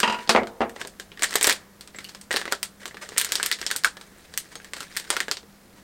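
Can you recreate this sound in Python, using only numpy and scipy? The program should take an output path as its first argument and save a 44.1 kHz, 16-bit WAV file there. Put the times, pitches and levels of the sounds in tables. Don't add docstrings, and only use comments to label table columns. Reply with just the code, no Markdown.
import sys
import numpy as np
from scipy import signal
from scipy.fft import rfft, irfft
from scipy.io import wavfile

SR = 44100
rng = np.random.default_rng(int(sys.argv[2]) if len(sys.argv) > 2 else 0)


def unload_audio(sound):
    columns = np.transpose(np.atleast_2d(sound))
    steps = np.round(np.clip(columns, -1, 1) * 32767)
    wavfile.write(sys.argv[1], SR, steps.astype(np.int16))


N = 257103

# (frequency [Hz], spectral level [dB])
ROOM_TONE_COLOUR = [(15, -7), (35, -3), (75, -1), (115, -7), (170, 0.5), (260, -5), (450, -7), (900, -13),
                    (1700, -15), (2500, -21.5), (5000, -22), (9000, -24), (16000, -25.5)]
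# (delay [s], level [dB])
NEAR_ECHOES = [(.0037, -24), (.0043, -15), (.0052, -17.5), (.0061, -23.5), (.0074, -16.5), (.0089, -17.5),
               (0.011, -30), (0.0278, -20.5)]
# (frequency [Hz], t60 [s])
ROOM_T60 = [(200, 0.082), (550, 0.16), (1400, 0.11), (3700, 0.15), (9000, .15), (15000, 0.056)]
# (frequency [Hz], level [dB])
ROOM_COLOUR = [(200, 3.5), (600, 6), (1500, -1.5), (4000, 0), (8500, 0), (12000, 1), (16000, -2.5)]
# (frequency [Hz], level [dB])
LINGER_COLOUR = [(100, -27), (200, 1.5), (450, -5), (750, -10), (1100, -12), (1600, -17), (2500, -22),
                 (6000, -12), (16000, -40)]
# (frequency [Hz], t60 [s])
LINGER_T60 = [(200, 0.25), (700, 1), (1600, 1), (4000, 0.4)]

# (frequency [Hz], level [dB], t60 [s])
OBJECT_MODES = [(214, -3.5, 0.11), (901, -2.5, 0.21), (971, -1, 0.35), (1420, -10, 0.27), (1574, -29, 0.17),
                (1700, -20, .22), (1898, -8, 0.19), (2320, -24, 0.076), (2620, -8, 0.15), (2810, 1, 0.085),
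                (3150, -7, 0.088), (3920, -10, 0.079), (4840, -7, 0.072)]
# (frequency [Hz], level [dB], t60 [s])
DESK_MODES = [(224, 0.5, 0.27), (252, 0, 0.11), (355.4, -2, 0.29), (404, -3.5, 0.26), (465, -4, 0.46),
              (516, 3.5, 0.12), (675, -1, 0.36), (708, -13, 0.15), (872, 1.5, 0.053), (1270, -27, 0.08),
              (1980, -4, 0.07)]
# (frequency [Hz], level [dB])
BLOW_COLOUR = [(25, -29), (80, -13), (160, -35), (210, -3), (300, -9), (700, 2), (1200, 2.5), (2100, -5),
               (3200, -10), (5000, -16), (8500, -24.5), (11000, -37), (16000, -49)]
# (frequency [Hz], t60 [s])
BLOW_T60 = [(200, 0.33), (700, 0.13), (2000, 0.17), (5000, 0.12), (12000, 0.15)]
BOUNCES = [.031, .0767, .098, .124, .144, .187]
FIRST_BOUNCE_DB, SETTLE_DB_PER_S = -19, 127
BOUNCE_TILT, BOUNCE_HZ = 1.4, 2900
# (time [s], level [dB], tilt [dB per octave], pitch of the struck spot [Hz], its boost [dB])
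KNOCKS = [(.293, -14.5, 5, 4480, 8), (.349, -16.5, -3.5, 1110, 0), (.3617, -18.5, -1, 2120, 13),
          (.3733, -20.5, -8.5, 720, 9.5), (.418, -31.5, -11.5, 448, 5), (.6059, -22.5, -5, 2830, 6.5),
          (.616, -22, -4.5, 815, 7.5)]

# (time [s], level [dB], pitch [Hz], length [s])
SQUEAKS = [(1.962, -35.5, 7680, 0.0085), (2.046, -42, 4400, .008), (2.049, -31, 2900, 0.0036),
           (4.56, -40, 6480, 0.012)]
# (time [s], length [s], level [dB])
SLIDES = [(0.794, 0.029, -37), (2.511, 0.021, -31), (2.807, 0.028, -48), (3.009, 0.036, -36.5),
          (4.509, 0.031, -44.5), (5.114, 0.035, -32.5), (5.745, .07, -54)]
# (frequency [Hz], level [dB])
SLIDE_COLOUR = [(150, -27), (400, 0.5), (1800, 5), (3000, -1.5), (6500, -3.5), (8600, -4), (11000, -15),
                (16000, -20)]
# (time [s], length [s], level of the effort [dB])
SQUEEZES = [(0, 0.21, -50), (0.212, 0.18, -57), (0.75, 0.06, -55), (1.192, 0.26, -41), (1.408, .1, -29.5),
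            (1.935, .17, -52.5), (2.318, 0.081, -35.5), (2.45, 0.094, -48), (2.793, 0.074, -52.5),
            (3, 0.17, -49.5), (3.184, .35, -40.5), (3.574, 0.22, -47.5), (4.0, 0.69, -58),
            (4.753, 0.092, -45), (4.89, 0.3, -48.5), (5.096, .12, -46), (5.296, .09, -63)]
GRIP_S, LET_GO_S = 0.0083, 0.024
HOLDING_DB = -62
# (frequency [Hz], level [dB])
CRINKLE_COLOUR = [(100, -12), (220, -10), (450, 4), (900, -8), (1800, 6.5), (2700, -0.5), (4500, -2),
                  (6300, -5.5), (8600, -5.5), (11000, -15), (16000, -15)]

# (time [s], level [dB], ring of the facet [Hz],
# sharpness [dB], dull pop below 0 and bright tick above, focus of the sound around the ring [dB])
SNAPS = [(.0028, -16.5, 1500, 1, -2.5), (0.2752, -32.5, 4570, -19, 10), (0.4339, -27, 1340, -24.5, -6),
         (0.4716, -31, 1480, -8, 1), (0.695, -36, 1770, 10, 4), (0.7626, -32, 1930, -14.5, -2),
         (0.8148, -24, 1650, -7.5, -2), (0.85, -30.5, 1670, -17, -8.5), (0.8732, -33, 9130, 4, 3),
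         (.9986, -28.5, 1660, -3, -4.5), (1.118, -37.5, 2750, -16, 9), (1.174, -36, 1830, -6, 3),
         (1.194, -32.5, 4590, -5, -3), (1.223, -17, 2300, -2, 1.5), (1.233, -15, 7850, 6, 6),
         (1.2366, -15.5, 1850, 1, 3), (1.2427, -16.5, 1880, 3, 2), (1.3083, -29, 8200, -1, 5),
         (1.3222, -31, 1810, -7, -2), (1.3291, -27, 1940, -2, 1), (1.34, -25, 2960, 3, -5),
         (1.3552, -17, 1970, -7.5, -4), (1.3567, -11.5, 1910, 7, -1), (1.4116, -19.5, 1600, -2.5, -8.5),
         (1.429, -12.5, 8100, 21, 13), (1.444, -11, 5600, 4, -3.5), (1.4707, -11, 8600, 14, -2),
         (1.475, -13, 1820, -12, -2.5), (1.4912, -16.5, 1830, -2, 1), (1.4964, -11, 1890, 3, -3.5),
         (1.5074, -18.5, 1980, -2, -4), (1.516, -20.5, 2470, -1, 3), (1.5258, -21, 3560, 13, 0),
         (1.8094, -34.5, 4300, 5.5, 0), (1.8755, -38.5, 8200, -7, 3), (1.9468, -36, 2000, -17.5, 5.5),
         (1.9866, -29.5, 2180, -5, 1), (2.044, -35, 4420, 9, 0), (2.093, -37.5, 4500, 1, 0),
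         (2.1488, -34, 5200, -2, -1), (2.213, -36.5, 8500, 1, 6), (2.3083, -21.5, 1822, -17, 5),
         (2.3131, -18, 1870, -6, -2), (2.3279, -22.5, 1770, 1, -4), (2.341, -20, 1800, -12, -1.5),
         (2.3623, -16.5, 4200, -2.5, 2), (2.3692, -18, 1760, -3, -1.5), (2.415, -24.5, 1700, -9, 3),
         (2.455, -25.5, 1810, -12.5, 1), (2.4784, -26.5, 2110, -13, 3), (2.5237, -14, 1480, -4.5, -1),
         (2.63, -18.5, 5100, 8.5, -0.5), (2.833, -39, 1850, -13, 6), (2.8565, -26, 3250, -1.5, -2),
         (2.879, -35, 7170, 1, 1), (2.91, -38.5, 1840, -8, 5), (2.9445, -36, 2810, -12.5, -1),
         (2.97, -32.5, 1760, -8, 4), (3.0899, -32, 7600, -8, 4.5), (3.1202, -35, 1930, -20, 0),
         (3.1642, -30.5, 1810, -12.5, 3), (3.175, -22.5, 2070, 10, 7), (3.1801, -12.5, 9400, 11.5, 1.5),
         (3.1819, -14.5, 9700, 6.5, 0), (3.1989, -20, 9200, 16, -6), (3.2137, -16.5, 8440, 11.5, -5),
         (3.2473, -20, 7300, 12, -1), (3.321, -15, 7300, 7, 1), (3.355, -15.5, 5040, 3.5, 5),
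         (3.3993, -21, 1630, -6.5, 6), (3.4297, -15.5, 8190, 5, -1.5), (3.462, -17, 1940, 11, -1),
         (3.515, -15, 1904, 8, 3.5), (3.5263, -18.5, 4740, 0.5, 12.5), (3.615, -25, 5300, -3, 1.5),
         (3.6276, -28, 1820, 5, 11), (3.6651, -18, 5140, -1, 9), (3.704, -26, 2000, 0, 7),
         (3.7132, -16.5, 1557, 3.5, -3.5), (3.7553, -30.5, 1450, -14, 1), (3.7629, -19, 8140, 17.5, 1.5),
         (3.837, -25, 4870, 3, 0), (3.8463, -7.5, 1510, 5.5, 5), (3.856, -17.5, 1430, -11, 20),
         (3.9694, -34.5, 1760, -10, -2), (4.012, -36.5, 3870, -2.5, -2.5), (4.3392, -34, 1740, -5, -5),
         (4.3762, -17, 6120, 18, -2), (4.5551, -30.5, 8100, -6, 1.5), (4.601, -38.5, 1640, -3, 14),
         (4.6456, -36, 1760, 0, 0), (4.735, -25, 1970, -2, -3), (4.767, -32.5, 1640, -8, -9),
         (4.8056, -27.5, 1450, -4.5, -5.5), (4.8295, -34.5, 5460, 1.5, -2), (4.9664, -23, 1836, 9, 2),
         (4.9711, -19.5, 4200, 9.5, -1.5), (4.9989, -30, 1718, 4, -5), (5.1036, -13.5, 9200, -2.5, 1.5),
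         (5.1668, -16.5, 1410, -3, 1.5), (5.204, -15.5, 1810, 0, 3), (5.2829, -24, 1640, -9, -0.5),
         (5.3135, -16, 4970, 0, 3), (5.37, -29.5, 4600, -3.5, 6), (5.43, -47, 1500, -19, -12)]
# (frequency [Hz], level [dB])
FOIL_COLOUR = [(60, -18.5), (150, -13), (210, -9.5), (370, 1.5), (640, -5.5), (950, -1), (1600, 3),
               (2000, 3), (2500, 1), (3300, 4.5), (4500, 4.5), (6300, 0), (8500, 5), (10800, -3),
               (13500, 2), (16000, -5.5)]
# (frequency [Hz], level [dB])
SNAP_COLOUR = [(550, 0), (1600, 4), (4000, -0.5), (7000, -1.5), (12500, -9.5)]
# (frequency [Hz], change [dB per dB])
SHARPENING = [(550, -1.19), (1600, -0.33), (4000, -0.068), (7000, 0.19), (12500, 0.63)]
# (frequency [Hz], height of the ring [dB])
FACET_RING = [(1500, 11.5), (3000, 9), (5000, 9), (8500, 7.5)]


def amp(db):
    return 10 ** (np.asarray(db) / 20)


def unit(x):
    return x / np.sqrt(np.mean(x ** 2) + 1e-20)


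def read(points, hz):
    f, value = np.transpose(points)
    return np.interp(np.log(hz + 1), np.log(f + 1), value)


def add(mix, s, sound):
    part = mix[max(round(s * SR), 0):][:len(sound)]
    part += sound[:len(part)]


def bins(size):
    return np.fft.rfftfreq(size, 1 / SR)


def pulse(db):
    log_gain = np.log(amp(np.r_[db, db[-2:0:-1]]))
    return np.fft.ifft(np.exp(np.conj(signal.hilbert(log_gain)))).real


def dying(x, t60s):
    hz, t, z = signal.stft(x, SR, nperseg=128)
    decay = np.exp(-np.log(1000) * t / read(t60s, hz)[:, None])
    return signal.istft(z * decay, SR, nperseg=128)[1][:len(x)]


def even_noise(size):
    return unit(irfft(np.exp(2j * np.pi * rng.random(size // 2 + 1))))


def room_tone(air_db=-53.5, hum_hz=199, hum_width_hz=3, hum_db=-60):
    hz = bins(N)
    air = irfft(rfft(rng.standard_normal(N)) * amp(read(ROOM_TONE_COLOUR, hz)), N)
    hum_band = 1 / (1 + ((hz - hum_hz) / hum_width_hz) ** 2)
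    hum = irfft(rfft(rng.standard_normal(N)) * hum_band, N)
    return amp(air_db) * unit(air) + amp(hum_db) * unit(hum)


def tail(t60s, colour, size):
    noise = dying(rng.standard_normal(size), t60s)
    return signal.fftconvolve(noise, pulse(read(colour, bins(size=1024))))[:size]


def linger(x, wet_db=-31, size=32768):
    response = tail(LINGER_T60, LINGER_COLOUR, size)
    return amp(wet_db) * signal.oaconvolve(x, response / np.linalg.norm(response))[:N]


def room(ahead, around=None, wet_db=-4, near_db=3, near_s=0.0026, start_s=0.0022, sway=.04, size=6144):
    t = np.arange(size) / SR
    early_boost = 1 + amp(near_db) * np.exp(-t / near_s)
    fade_in = np.minimum(t / start_s, 1) ** 2
    diffuse = tail(ROOM_T60, ROOM_COLOUR, size) * early_boost * fade_in
    paths = signal.unit_impulse(size)
    for delay, db in NEAR_ECHOES:
        add(paths, delay * (1 + sway * rng.uniform(-1, 1)), amp([db]))
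    sent_around = ahead if around is None else around
    wet = signal.fftconvolve(sent_around, diffuse / np.linalg.norm(diffuse))
    return signal.fftconvolve(ahead, paths) + amp(wet_db) * wet


def ringing(modes, blows, rise_s=0.00071, size=65536):
    t, kicks, sound = np.arange(size) / SR, np.zeros(size), np.zeros(size)
    for s, db in blows:
        add(kicks, s, amp([db]) ** 2)
    contact = np.exp(-1 / (rise_s * SR))
    kicks = signal.lfilter([1 - contact], [1, -contact], kicks + 1e-20)
    for hz, db, t60 in modes:
        kept = np.exp(-2 * np.log(1000) / (t60 * SR))
        energy = signal.lfilter([1], [1, -kept], kicks)
        sound += amp(db) * np.sqrt(energy) * np.sin(2 * np.pi * (hz * t + rng.random()))
    return sound


def blow(db, tilt, spot_hz, spot_db, crack=1, crack_s=0.0017, spot_width=0.1, size=16384):
    t, hz = np.arange(size) / SR, bins(size=1024)
    clatter = dying(even_noise(size), BLOW_T60) * (1 + crack * np.exp(-t / crack_s))
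    colour = read(BLOW_COLOUR, hz) + tilt * np.log2(np.maximum(hz, 500) / 1000)
    colour += spot_db / (1 + (np.log((hz + 1) / spot_hz) / spot_width) ** 2)
    sound = signal.oaconvolve(clatter, pulse(colour))[:size]
    return amp(db) * sound / np.sqrt(np.mean(sound[t < .02] ** 2))


def knocks(object_db=-25, desk_db=-10.5):
    out, hits = np.zeros(N), [(s, db) for s, db, *_ in KNOCKS]
    add(out, 0, amp(object_db) * ringing(OBJECT_MODES, hits) + amp(desk_db) * ringing(DESK_MODES, hits))
    for s, *contact in KNOCKS:
        add(out, s, blow(*contact))
    return out


def rattle(object_db=0, desk_db=-14):
    out = np.zeros(N)
    hits = [(s, FIRST_BOUNCE_DB - SETTLE_DB_PER_S * (s - BOUNCES[0])) for s in BOUNCES]
    add(out, 0, amp(object_db) * ringing(OBJECT_MODES, hits) + amp(desk_db) * ringing(DESK_MODES, hits))
    for s, db in hits:
        add(out, s, blow(db, BOUNCE_TILT, BOUNCE_HZ, spot_db=8.5))
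    return out


def squeaks(glide=0.016):
    out = np.zeros(N)
    for s, db, hz, length_s in SQUEAKS:
        progress = np.arange(0, 1, 1 / (length_s * SR))
        turns = np.cumsum(hz * (1 + glide * (progress - .5))) / SR
        swell = np.sin(np.pi * np.sqrt(progress))
        add(out, s, room(amp(db) * swell * np.sin(2 * np.pi * turns)))
    return out


def slides(gain_db=-2, grain_db=4):
    t = np.arange(N) / SR
    pressure = np.zeros(N)
    for s, length_s, db in SLIDES:
        pressure += amp(db) * np.sin(np.pi * np.clip((t - s) / length_s, 0, 1))
    friction = rng.standard_normal(N) * amp(grain_db * rng.standard_normal(N))
    swish = signal.oaconvolve(friction, pulse(read(SLIDE_COLOUR, bins(size=1024))))[:N]
    return room(amp(gain_db) * pressure * unit(swish))[:N]


def effort():
    t = np.arange(N) / SR
    force = np.full(N, amp(HOLDING_DB))
    for s, length_s, db in SQUEEZES:
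        grip = np.clip((t - s) / GRIP_S, 0, 1)
        let_go = np.exp(-np.maximum(t - s - length_s, 0) / LET_GO_S)
        force += amp(db) * grip * let_go
    return force


def buckle(colour_db, ring_hz, ring_db, ring_width, unevenness, run_s=0.00064):
    hz = bins(size=1024)
    t = np.arange(2 * len(hz) - 2) / SR
    run = rfft(rng.standard_normal(len(t)) * np.exp(-t / run_s))
    run /= (abs(run) + 1e-9) ** (1 - unevenness)
    ring = ring_db / (1 + (np.log((hz + 1) / ring_hz) / ring_width) ** 2)
    sound = np.roll(irfft(run * rfft(pulse(colour_db + ring))), 32)
    return sound / np.linalg.norm(sound)


def crinkle(gain_db=-4, per_s=900, spread_db=5, ring_db=11, rub_db=-8, count=16):
    hz, out = bins(size=1024), np.zeros(N)
    colour = read(CRINKLE_COLOUR, hz)
    level = amp(gain_db) * effort()
    happens = rng.random(N) < per_s / SR
    strength = amp(spread_db * np.minimum(rng.exponential(1, N), 3.5))
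    clicks = level * unit(happens * strength)
    facet = rng.integers(0, count, N)
    for k, ring_hz in enumerate(np.geomspace(1300, 9500, count)):
        grain = room(buckle(colour, ring_hz, ring_db, ring_width=0.08, unevenness=0.56))
        out += signal.oaconvolve(clicks * (facet == k), grain)[:N]
    rub = signal.oaconvolve(rng.standard_normal(N), pulse(colour))[:N]
    return out + amp(rub_db) * level * unit(rub)


def small_snaps(per_s=22, above_db=7.0, spread_db=2, wide_share=.75, wide_hz=1800, narrow_hz=5000,
                scatter=.13, sharpness_db=-5, vary_db=4, focus_db=3, threshold_db=9, count=300):
    place, facet = rng.random((count, 2)).T
    strength, pitch, edge = rng.standard_normal((count, 3)).T
    s = (np.arange(count) + place) / per_s
    force = np.interp(s, np.arange(N) / SR, effort(), right=1e-9)
    db = 20 * np.log10(force) + above_db + spread_db * strength
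    ring_hz = np.where(facet < wide_share, wide_hz, narrow_hz) * np.exp(scatter * pitch)
    rows = np.c_[s, db, ring_hz, sharpness_db + vary_db * edge, np.full(count, focus_db)]
    return list(rows[force > amp(HOLDING_DB + threshold_db)])


def snaps(gain_db=20.0, early_s=.0008, bend_s=0.0016, faint_db=-30, blurred_hz=3000, quick_s=0.00039,
          focus_width=0.59):
    out, hz = np.zeros(N), bins(size=1024)
    for s, db, ring_hz, sharpness_db, focus_db in SNAPS + small_snaps():
        colour = read(FOIL_COLOUR, hz) + read(SNAP_COLOUR, hz) + sharpness_db * read(SHARPENING, hz)
        colour += focus_db / (1 + (np.log((hz + 1) / ring_hz) / focus_width) ** 4)
        run_s = quick_s + bend_s / (1 + amp(db - faint_db) ** 2)
        ring_db = read(FACET_RING, ring_hz)
        ahead = buckle(colour, ring_hz, ring_db, ring_width=0.098, unevenness=0.7, run_s=run_s)
        blurred_db = ring_db / (1 + (ring_hz / blurred_hz) ** 4)
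        around = buckle(colour, ring_hz, blurred_db, ring_width=0.17, unevenness=0.2, run_s=run_s)
        add(out, s - early_s, amp(db + gain_db) * room(ahead, around))
    return out


def scene():
    sounds = snaps() + crinkle() + slides() + squeaks() + rattle() + knocks()
    return (sounds + linger(sounds) + room_tone())[None]


def record(dry):
    lowpass = signal.firwin(255, 16100, window=("kaiser", 8), fs=SR)
    return signal.oaconvolve(np.clip(dry, -1, 1), lowpass[None], "same")


dry = scene()
out = record(dry)
unload_audio(out)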